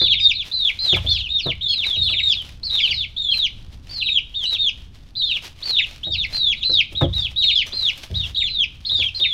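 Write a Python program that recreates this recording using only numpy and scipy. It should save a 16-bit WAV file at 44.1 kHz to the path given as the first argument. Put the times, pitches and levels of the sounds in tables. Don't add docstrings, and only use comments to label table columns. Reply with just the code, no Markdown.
import sys
import numpy as np
from scipy import signal
from scipy.fft import rfft, irfft, next_fast_len
from scipy.io import wavfile
from scipy.ndimage import uniform_filter1d

SR = 44100
rng = np.random.default_rng(int(sys.argv[2]) if len(sys.argv) > 2 else 0)


def master_out(mix):
    frames = np.transpose(np.atleast_2d(mix))
    ceiling = np.clip(frames, -1, 1)
    pcm = np.round(ceiling * 32767).astype(np.int16)
    wavfile.write(sys.argv[1], SR, pcm)


N = 411453

# f/Hz, level/dB per Hz
AIR_COLOUR = [(20, -5), (30, -4.5), (60, -4.5), (100, -8), (160, -17), (300, -25.5), (500, -36.5),
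              (1500, -42.5), (3400, -57.5), (5500, -64), (9000, -61), (15500, -78)]
# f/Hz, level/dB per Hz
SCRAPE_COLOUR = [(300, 8.5), (600, 12.5), (1500, 9.5), (3300, 18), (5400, 11.5), (8000, -0.5), (12000, -3),
                 (15500, -10)]
# t/s at the peak, relative level/dB, fade/ms per 10 dB
SCUFFS = [(0.0, -37.5, 5), (0.473, -46, 34), (.68, -51, 147), (.862, -46.5, 73), (0.963, -38.5, 9),
          (1.047, -51, 206), (1.874, -50.5, 149), (2.105, -53, 58), (2.28, -51.5, 44), (2.456, -47.5, 76),
          (2.74, -45.5, 68), (2.892, -51.5, 96), (3.383, -47, 62), (3.74, -56, 30), (3.93, -51, 70),
          (4.444, -49.5, 36), (4.535, -42, 23), (4.806, -56, 69), (5.372, -50.5, 56), (5.453, -43, 42),
          (5.693, -46, 91), (5.928, -50, 89), (6.337, -44.5, 61), (6.581, -55.5, 147), (6.926, -57, 60),
          (7.191, -48.5, 85), (7.312, -52, 40), (7.677, -47.5, 41), (7.818, -48.5, 144), (7.983, -44.5, 40),
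          (8.038, -43, 29), (8.158, -51.5, 105), (8.268, -44, 32), (8.907, -54, 96), (9.045, -50, 64),
          (9.211, -52.5, 82)]
# t/s, relative level/dB, relative wood share/dB
CLAW_TICKS = [(0.4708, -50, -16), (0.965, -40, 12.5), (1.0514, -51, -6), (1.4651, -49, 21.5),
              (2.0983, -48.5, 9), (2.4184, -49, -3), (3.374, -40, -27), (4.4368, -51, -16.5),
              (4.5256, -46.5, 3), (5.694, -53, 6), (6.9272, -46.5, -10), (7.0111, -46.5, 23.5),
              (7.1547, -45.5, -8), (7.6712, -45.5, 3), (7.9753, -43, -16), (8.043, -48, -4)]
# t/s, then relative level/dB, bass share/dB, crack share/dB, each trimmed in the mix
KNOCKS = [(0.013, -18.5, -16, -4.5), (0.926, -11, -13, -14), (1.044, -23.5, -5, -26),
          (1.458, -13.5, -21, -24), (1.961, -31, 2.5, -32), (2.119, -30.5, -9, -17), (2.89, -33, -2, -28),
          (6.065, -25, -6.5, -15), (6.694, -22, -17.5, -13.5), (6.92, -31.5, -3.5, -25),
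          (7.015, -3, -16.5, -18.5), (7.728, -32, -10, 0), (8.1, -28, 4, -33), (8.913, -38.5, 2.5, 0),
          (8.99, -28, -8.5, -10), (9.196, -31, -8.5, -21)]
# f/Hz, level/dB, t60/s
BOARD_MODES = [(138, 0, 0.086), (224.4, -10, 0.15), (280, -5.5, 0.1), (350, 0, 0.085), (395, -6, 0.06),
               (507, -4, 0.097), (576, -5, 0.085), (657, -7, .09), (797, -11, 0.079)]
# f/Hz, level/dB, t60/s
BOOM_MODES = [(52, -8, 1), (65.97, -4, 1), (88.9, 1.5, 0.64), (119.4, -5, 0.68), (169.1, -7.5, 0.54)]
# f/Hz, level/dB, t60/s
PING_MODES = [(6024, -39, 0.13), (9959, -51, 0.15)]
# t/s, length/ms, f/Hz at onset, top, start of the fall and end (before smoothing and waver),
# bend of the sag (under 1 early, over 1 late), level/dB at top, mid-sag, start of the fall and end
# (before flutter), upper line/dB against the note
PEEPS = [(0.0,91,3722,3557,3140,2100,2.9,-18,-19.5,-30,-37,-13),
         (0.0,152.4,4027,4080,3247,1934,1.3,-21.5,-21.5,-13.5,-26.5,-16),
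         (.104,107.2,3900,3880,3430,1970,1.13,-23.5,-27,-25,-31,-14),
         (.192,81,5130,4900,3980,3870,2.2,-38,-31,-40,-43,-22),
         (.199,129.7,3540,3725,3565,2054,2.4,-21,-14,-19,-21,-30),
         (.334,103.8,3400,4160,3510,2070,0.5,-28.5,-28.5,-26.5,-33,-13),
         (0.514,197.1,3430,4090,3266,1894,1.6,-22.5,-22.5,-18.5,-26,-16),
         (.789,166.7,3910,4140,3236,1950,2.2,-21.5,-19.5,-19,-22.5,-20),
         (.894,102.8,3224,3604,3290,2280,1.7,-19,-24,-23.5,-40,-16),
         (1.064,118.8,3160,3622,3280,2190,1.35,-20.5,-21.5,-27,-30,-22),
         (1.089,133.8,4150,4295,3100,2390,1.6,-25,-31.5,-30,-26,-13),
         (1.105,181,5200,5850,2394,2400,.75,-42,-29,-31,-31,-30),
         (1.289,128.7,3350,3747,3450,2170,3.6,-24,-20.5,-22.5,-29,-37),
         (1.383,147,5550,5450,3450,1890,0.49,-39.5,-28,-24.5,-24,-14.5),
         (1.609,142.2,2890,3800,3215,2220,0.66,-25,-25.5,-20.5,-37,-14.5),
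         (1.683,170,4200,4335,3060,1940,1.73,-23.5,-25,-25,-24.5,-20),
         (1.838,139,3380,3990,3190,2150,0.72,-23,-23.5,-21.5,-38,-28.5),
         (1.944,155.2,3530,3850,3406,2310,1.64,-26,-21,-23.5,-30,-35),
         (2.024,125,4040,4250,3214,2010,0.91,-24.5,-25,-26,-19,-30),
         (2.084,129,3800,4050,3370,1910,1.03,-27,-24,-23.5,-22.5,-11.5),
         (2.183,164,3590,3791,3200,2167,3.3,-23,-19,-18,-26,-43),
         (2.285,69.2,4680,4800,3840,3800,1.6,-40,-31,-39,-40,-14),
         (2.311,115.8,5950,5100,3030,2650,.3,-32,-29,-33,-36,-25),
         (2.631,184,3880,4585,3513,1990,0.53,-27.5,-25,-21,-17,-18),
         (2.699,167,3376,3894,2978,2340,2.2,-25,-30,-16.5,-30,-10.5),
         (2.744,141,3553,3863,3015,2266,0.93,-34,-25,-26.5,-18.5,-24),
         (2.8,136,5140,4920,3140,1964,0.94,-40,-28,-23.5,-19.5,-15),
         (2.898,157,4060,4660,3390,2030,0.74,-32,-26,-25,-24.5,-19),
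         (2.937,136.4,5320,5080,2870,2800,1,-40,-36,-38,-38,-25),
         (3.164,188.7,3220,3760,3120,2130,1.31,-25.5,-25,-19,-31,-19),
         (3.303,178,3850,4167,3050,1910,2.3,-23.5,-23,-17.5,-34,-32),
         (3.893,142,4290,4660,4070,2320,1.04,-38,-31,-30,-20,-16.5),
         (3.973,126,4900,4090,3575,2174,3.2,-38,-25,-26,-20.5,-20),
         (4.049,149.5,3850,3863,3080,2128,2.1,-24,-26.5,-16.5,-22.5,-36),
         (4.089,154.3,3750,3740,2610,2610,1.2,-24.5,-35,-44,-45,-32),
         (4.34,124,2810,3725,2900,2530,1.3,-27,-28,-23,-31,-22),
         (4.454,122.5,3750,3960,3700,2250,3.95,-20.5,-21,-23.5,-29.5,-36),
         (4.583,124.4,3570,3714,3270,2050,1.54,-22,-21,-18.5,-31.5,-20),
         (5.152,114.7,3413,4080,3496,3480,1.12,-26.5,-22,-21,-19,-17.5),
         (5.218,112.8,3070,3605,2810,2167,2.15,-25.5,-27.5,-22,-26,-17),
         (5.245,137.7,4570,4110,3295,2030,1.67,-32,-25,-24,-28.5,-22.5),
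         (5.624,190,3183,4560,3386,1807,1.4,-28,-22.5,-19.5,-19.5,-42),
         (5.764,89.9,2844,3730,3476,2310,1.6,-24.5,-30,-26,-25,-8),
         (6.031,138.1,2720,3798,3450,2104,4.1,-28,-32,-23.5,-24.5,-43),
         (6.118,141,4750,4660,3450,1860,0.6,-34.5,-27,-25.5,-23.5,-16),
         (6.33,215,4000,4204,3250,1910,1.05,-24,-21.5,-19,-28,-15.5),
         (6.561,87,3550,3910,3340,2250,1.5,-38,-44,-29,-35.5,-17),
         (6.629,194,3500,4065,3050,1927,3.2,-21,-19,-16,-20,-33),
         (6.715,70,5900,5000,4050,4000,.8,-38,-32,-34,-36,-25),
         (6.95,111.5,3030,3840,3210,2760,1.86,-26.5,-26,-30.5,-39,-45),
         (7.129,151.2,3360,3990,3320,2140,0.95,-23,-23.5,-24,-29,-39),
         (7.196,89,5100,4630,2820,2760,0.99,-39,-34,-40,-41,-15),
         (7.36,95.7,3310,3897,3620,1980,3.4,-21,-20,-21,-36,-31),
         (7.383,139.4,3882,3840,3300,2026,4,-32.5,-17.5,-20.5,-23,-30),
         (7.422,141,3980,4290,3930,3880,0.77,-27,-30,-29,-29,-34),
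         (7.508,123,3730,3704,2714,1960,1.46,-24.5,-17,-22,-16,-22),
         (7.552,101,4850,5110,2660,2600,.7,-35,-32,-39,-39,-24),
         (7.722,190.6,3220,4160,3180,1984,2.57,-28.5,-23.5,-19,-24,-19),
         (8.141,134,3046,3843,3230,2623,1.5,-26.5,-28.5,-30,-44,-25),
         (8.151,102,4060,4160,2670,2400,0.85,-32.5,-37,-29,-30,-19),
         (8.346,89,3720,4010,3360,1860,1.8,-26,-26,-25,-27,-17),
         (8.358,139.6,3084,3810,3314,2075,1.64,-24,-21,-25.5,-31,-37),
         (8.463,192.3,4040,4120,3040,1917,1.75,-30,-24,-18.5,-27.5,-29),
         (8.849,187,3242,4281,3340,2075,.95,-27,-33,-19.5,-23,-23),
         (8.894,205,3236,3780,3100,2240,1.5,-22,-27.5,-21,-31.5,-10.5),
         (8.958,104,4590,4770,2680,2680,0.98,-37,-36,-34,-34,-24),
         (9.147,121,4113,4230,3570,1838,0.84,-25,-31,-24,-23,-21),
         (9.152,65,4820,4800,4350,4300,1.6,-39,-40,-36,-37,-26),
         (9.199,134,3313,3710,3290,3305,2.7,-21,-24,-20,-20,-14)]
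# f/Hz, level/dB
BEAK = [(4000, 17.5), (6500, -1), (8200, -11.5), (13000, -6)]

AIR_DB = -41.5
STIR_DB = -66
SCUFF_RISE = 0.85
PING_S = 7.666
LEAP_S, LEAP_BEND = .024, 3.0
FALL_HZ_PER_S = 45000
HOARSE_RATIO = 1.05
UPPER_RATIO, UPPER_SPREAD_PER_DB = .97, .0105
OCTAVE_DB = -33.5
TOP_HZ = 15700


def undb(db):
    return 10 ** (np.asarray(db) / 20)


def unit(x):
    return x / np.sqrt(np.mean(x ** 2))


def colour(x, points):
    size = next_fast_len(len(x))
    hz = np.maximum(np.arange(size // 2 + 1) * SR / size, 1)
    at_hz, db = np.transpose(points)
    gain = undb(np.interp(np.log(hz), np.log(at_hz), db))
    return irfft(rfft(x, size) * gain, size)[:len(x)]


def band(x, lo_hz, hi_hz):
    return signal.sosfilt(signal.butter(2, [lo_hz, hi_hz], "bandpass", fs=SR, output="sos"), x)


def walk(rate):
    hold = int(SR / rate)
    steps = np.repeat(rng.standard_normal(N // hold + 1), hold)
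    slewed = uniform_filter1d(uniform_filter1d(steps, hold), hold)
    return unit(slewed[:N])


def fade(t, t60):
    return undb(-60 * t / t60)


def ring(modes, phases, length_s):
    t = np.arange(int(length_s * SR)) / SR
    return sum(undb(db) * np.sin(2 * np.pi * (hz * t + phase)) * fade(t, t60)
               for (hz, db, t60), phase in zip(modes, phases))


def add(out, x, s):
    i = int(s * SR)
    out[i:i + len(x)] += x[:len(out) - i]


def air():
    noise = unit(colour(rng.standard_normal(N), AIR_COLOUR))
    return noise * undb(AIR_DB + 1.5 * walk(3))


def shuffle(grain_db=2.6):
    t_ms = np.arange(N) / SR * 1000
    strength = np.minimum(rng.exponential(1, N // 130 + 1), 5.0).repeat(130)[:N]
    grains = rng.standard_normal(N) * undb(grain_db * strength)
    scrape = colour(unit(grains), SCRAPE_COLOUR) * undb(2.36 * walk(35))
    level_db = np.full(N, float(STIR_DB))
    for s, db, fade_ms in SCUFFS:
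        late = (t_ms - s * 1000) / fade_ms
        level_db = np.maximum(level_db, db - 10 * np.maximum(late, -late / SCUFF_RISE))
    return scrape * undb(level_db)


def ticks(bright_t60=0.038, wood_t60=0.099):
    out, t = np.zeros(N), np.arange(int(.08 * SR)) / SR
    for s, db, wood_db in CLAW_TICKS:
        noise = rng.standard_normal((2, len(t)))
        bright = band(noise[0], 2500, 14000) * fade(t, bright_t60)
        wood = unit(band(noise[1], 330, 1300)) * fade(t, wood_t60)
        add(out, undb(db + 2.5) * (bright + undb(wood_db - 5.0) * wood), s)
    return out


def knocks(push_s=.0004, spread_s=0.019, boom_rise_s=.03, detune=0.1, crack_t60=0.11):
    out, t = np.zeros(N), np.arange(int(.15 * SR)) / SR
    for s, db, bass_db, crack_db in KNOCKS:
        phases, chance = rng.random((2, len(BOARD_MODES) + len(BOOM_MODES)))
        noise = rng.standard_normal((2, len(t)))
        contact = uniform_filter1d(noise[0], max(int(push_s * SR), 1)) * np.exp(-t / spread_s)
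        detuned = [(hz * (1 + detune * (c - .5)), mode_db, t60)
                   for (hz, mode_db, t60), c in zip(BOARD_MODES, chance)]
        board = signal.fftconvolve(ring(detuned, phases, 0.36), contact)
        add(out, undb(db - 4.0) * board / np.abs(board).max(), s)
        crack = unit(band(noise[1], 390, 2000)) * fade(t, crack_t60)
        add(out, undb(db + crack_db - 7.0) * crack, s)
        boom = ring(BOOM_MODES, phases[len(BOARD_MODES):], 1.2)
        boom *= 1 - np.exp(-np.arange(len(boom)) / SR / boom_rise_s)
        add(out, undb(db + bass_db + 3.5) * boom, s)
    return out


def ping():
    out = np.zeros(N)
    add(out, ring(PING_MODES, rng.random(2), .3), PING_S)
    return out


def peep_pitch(t, length, onset_hz, top_hz, knee_hz, end_hz, bend):
    fall = max(knee_hz - end_hz, 1) / FALL_HZ_PER_S
    knee = length - fall
    leap = (top_hz - onset_hz) * np.clip(1 - t / LEAP_S, 0, 1) ** LEAP_BEND
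    along = np.clip((t - LEAP_S) / (knee - LEAP_S), 0, 1)
    sag = (top_hz - knee_hz) * along ** bend
    drop = (knee_hz - end_hz) * np.clip((t - knee) / fall, 0, 1)
    return uniform_filter1d(top_hz - leap - sag - drop, size=300, mode="nearest"), knee


def peeps(flutter_db=2.5, waver=.007, attack_s=0.0015, release_s=0.009, onset_db=-3, twelfth_db=-19,
          hoarse_db=-16):
    out, flutter, drift, patch = np.zeros(N), walk(260), walk(400), walk(30)
    unsteady, hoarse = walk(200) + 1j * walk(200), walk(700) + 1j * walk(700)
    beak_hz, beak_db = np.transpose(BEAK)
    for s, ms, onset_hz, top_hz, knee_hz, end_hz, bend, *db, upper_db in PEEPS:
        length = ms / 1000
        i = np.arange(int(s * SR), min(int((s + length) * SR), N))
        t = i / SR - s
        here = i - rng.integers(N)
        pitch, knee = peep_pitch(t, length, onset_hz, top_hz, knee_hz, end_hz, bend)
        turn = 2 * np.pi * np.cumsum(pitch * (1 + waver * drift[here])) / SR
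        hoarse_band = np.imag(hoarse[here] * np.exp(1j * HOARSE_RATIO * turn))
        tone = np.sin(turn) + undb(hoarse_db) * hoarse_band
        upper = undb(upper_db) * np.clip(2 * (1 - t / length), 0, 1)
        upper_ratio = min(UPPER_RATIO - UPPER_SPREAD_PER_DB * upper_db, 1.21)
        tone += upper * np.imag(unsteady[here] * np.exp(1j * upper_ratio * turn))
        over_db = OCTAVE_DB + 6.0 * np.minimum(patch[here], 1.5)
        for order, rel_db in ((2, 0), (3, twelfth_db)):
            through_beak_db = np.interp(order * pitch, beak_hz, beak_db)
            tone += undb(over_db + rel_db + through_beak_db) * np.sin(order * turn)
        edge = np.clip(np.minimum(t / attack_s, (length - t) / release_s), 0, 1)
        level_times = [0, LEAP_S, (LEAP_S + knee) / 2, knee, length]
        loud_db = np.interp(t, level_times, [db[0] + onset_db, *db])
        loud_db += flutter_db * np.minimum(flutter[here], 1.6)
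        out[i] += np.sqrt(2) * edge * undb(loud_db) * tone
    return out


def room(x, near_db=-3.0, near_t60=0.077, far_db=-14.0, far_t60=0.42):
    t = np.arange(int(.6 * SR)) / SR
    near, far = rng.standard_normal((2, len(t)))
    near = near * fade(t, near_t60) * (t > .002)
    far = far * fade(t, far_t60) * (t > .008)
    echo = undb(near_db) * near / np.linalg.norm(near) + undb(far_db) * far / np.linalg.norm(far)
    return x + signal.fftconvolve(x, echo)[:N]


def scene():
    bed = air() + shuffle() + knocks()
    return (bed + room(ticks() + ping() + peeps()))[None]


def record(dry):
    return signal.sosfilt(signal.ellip(8, .2, 70, TOP_HZ, fs=SR, output="sos"), dry)


dry = scene()
out = record(dry)
master_out(out)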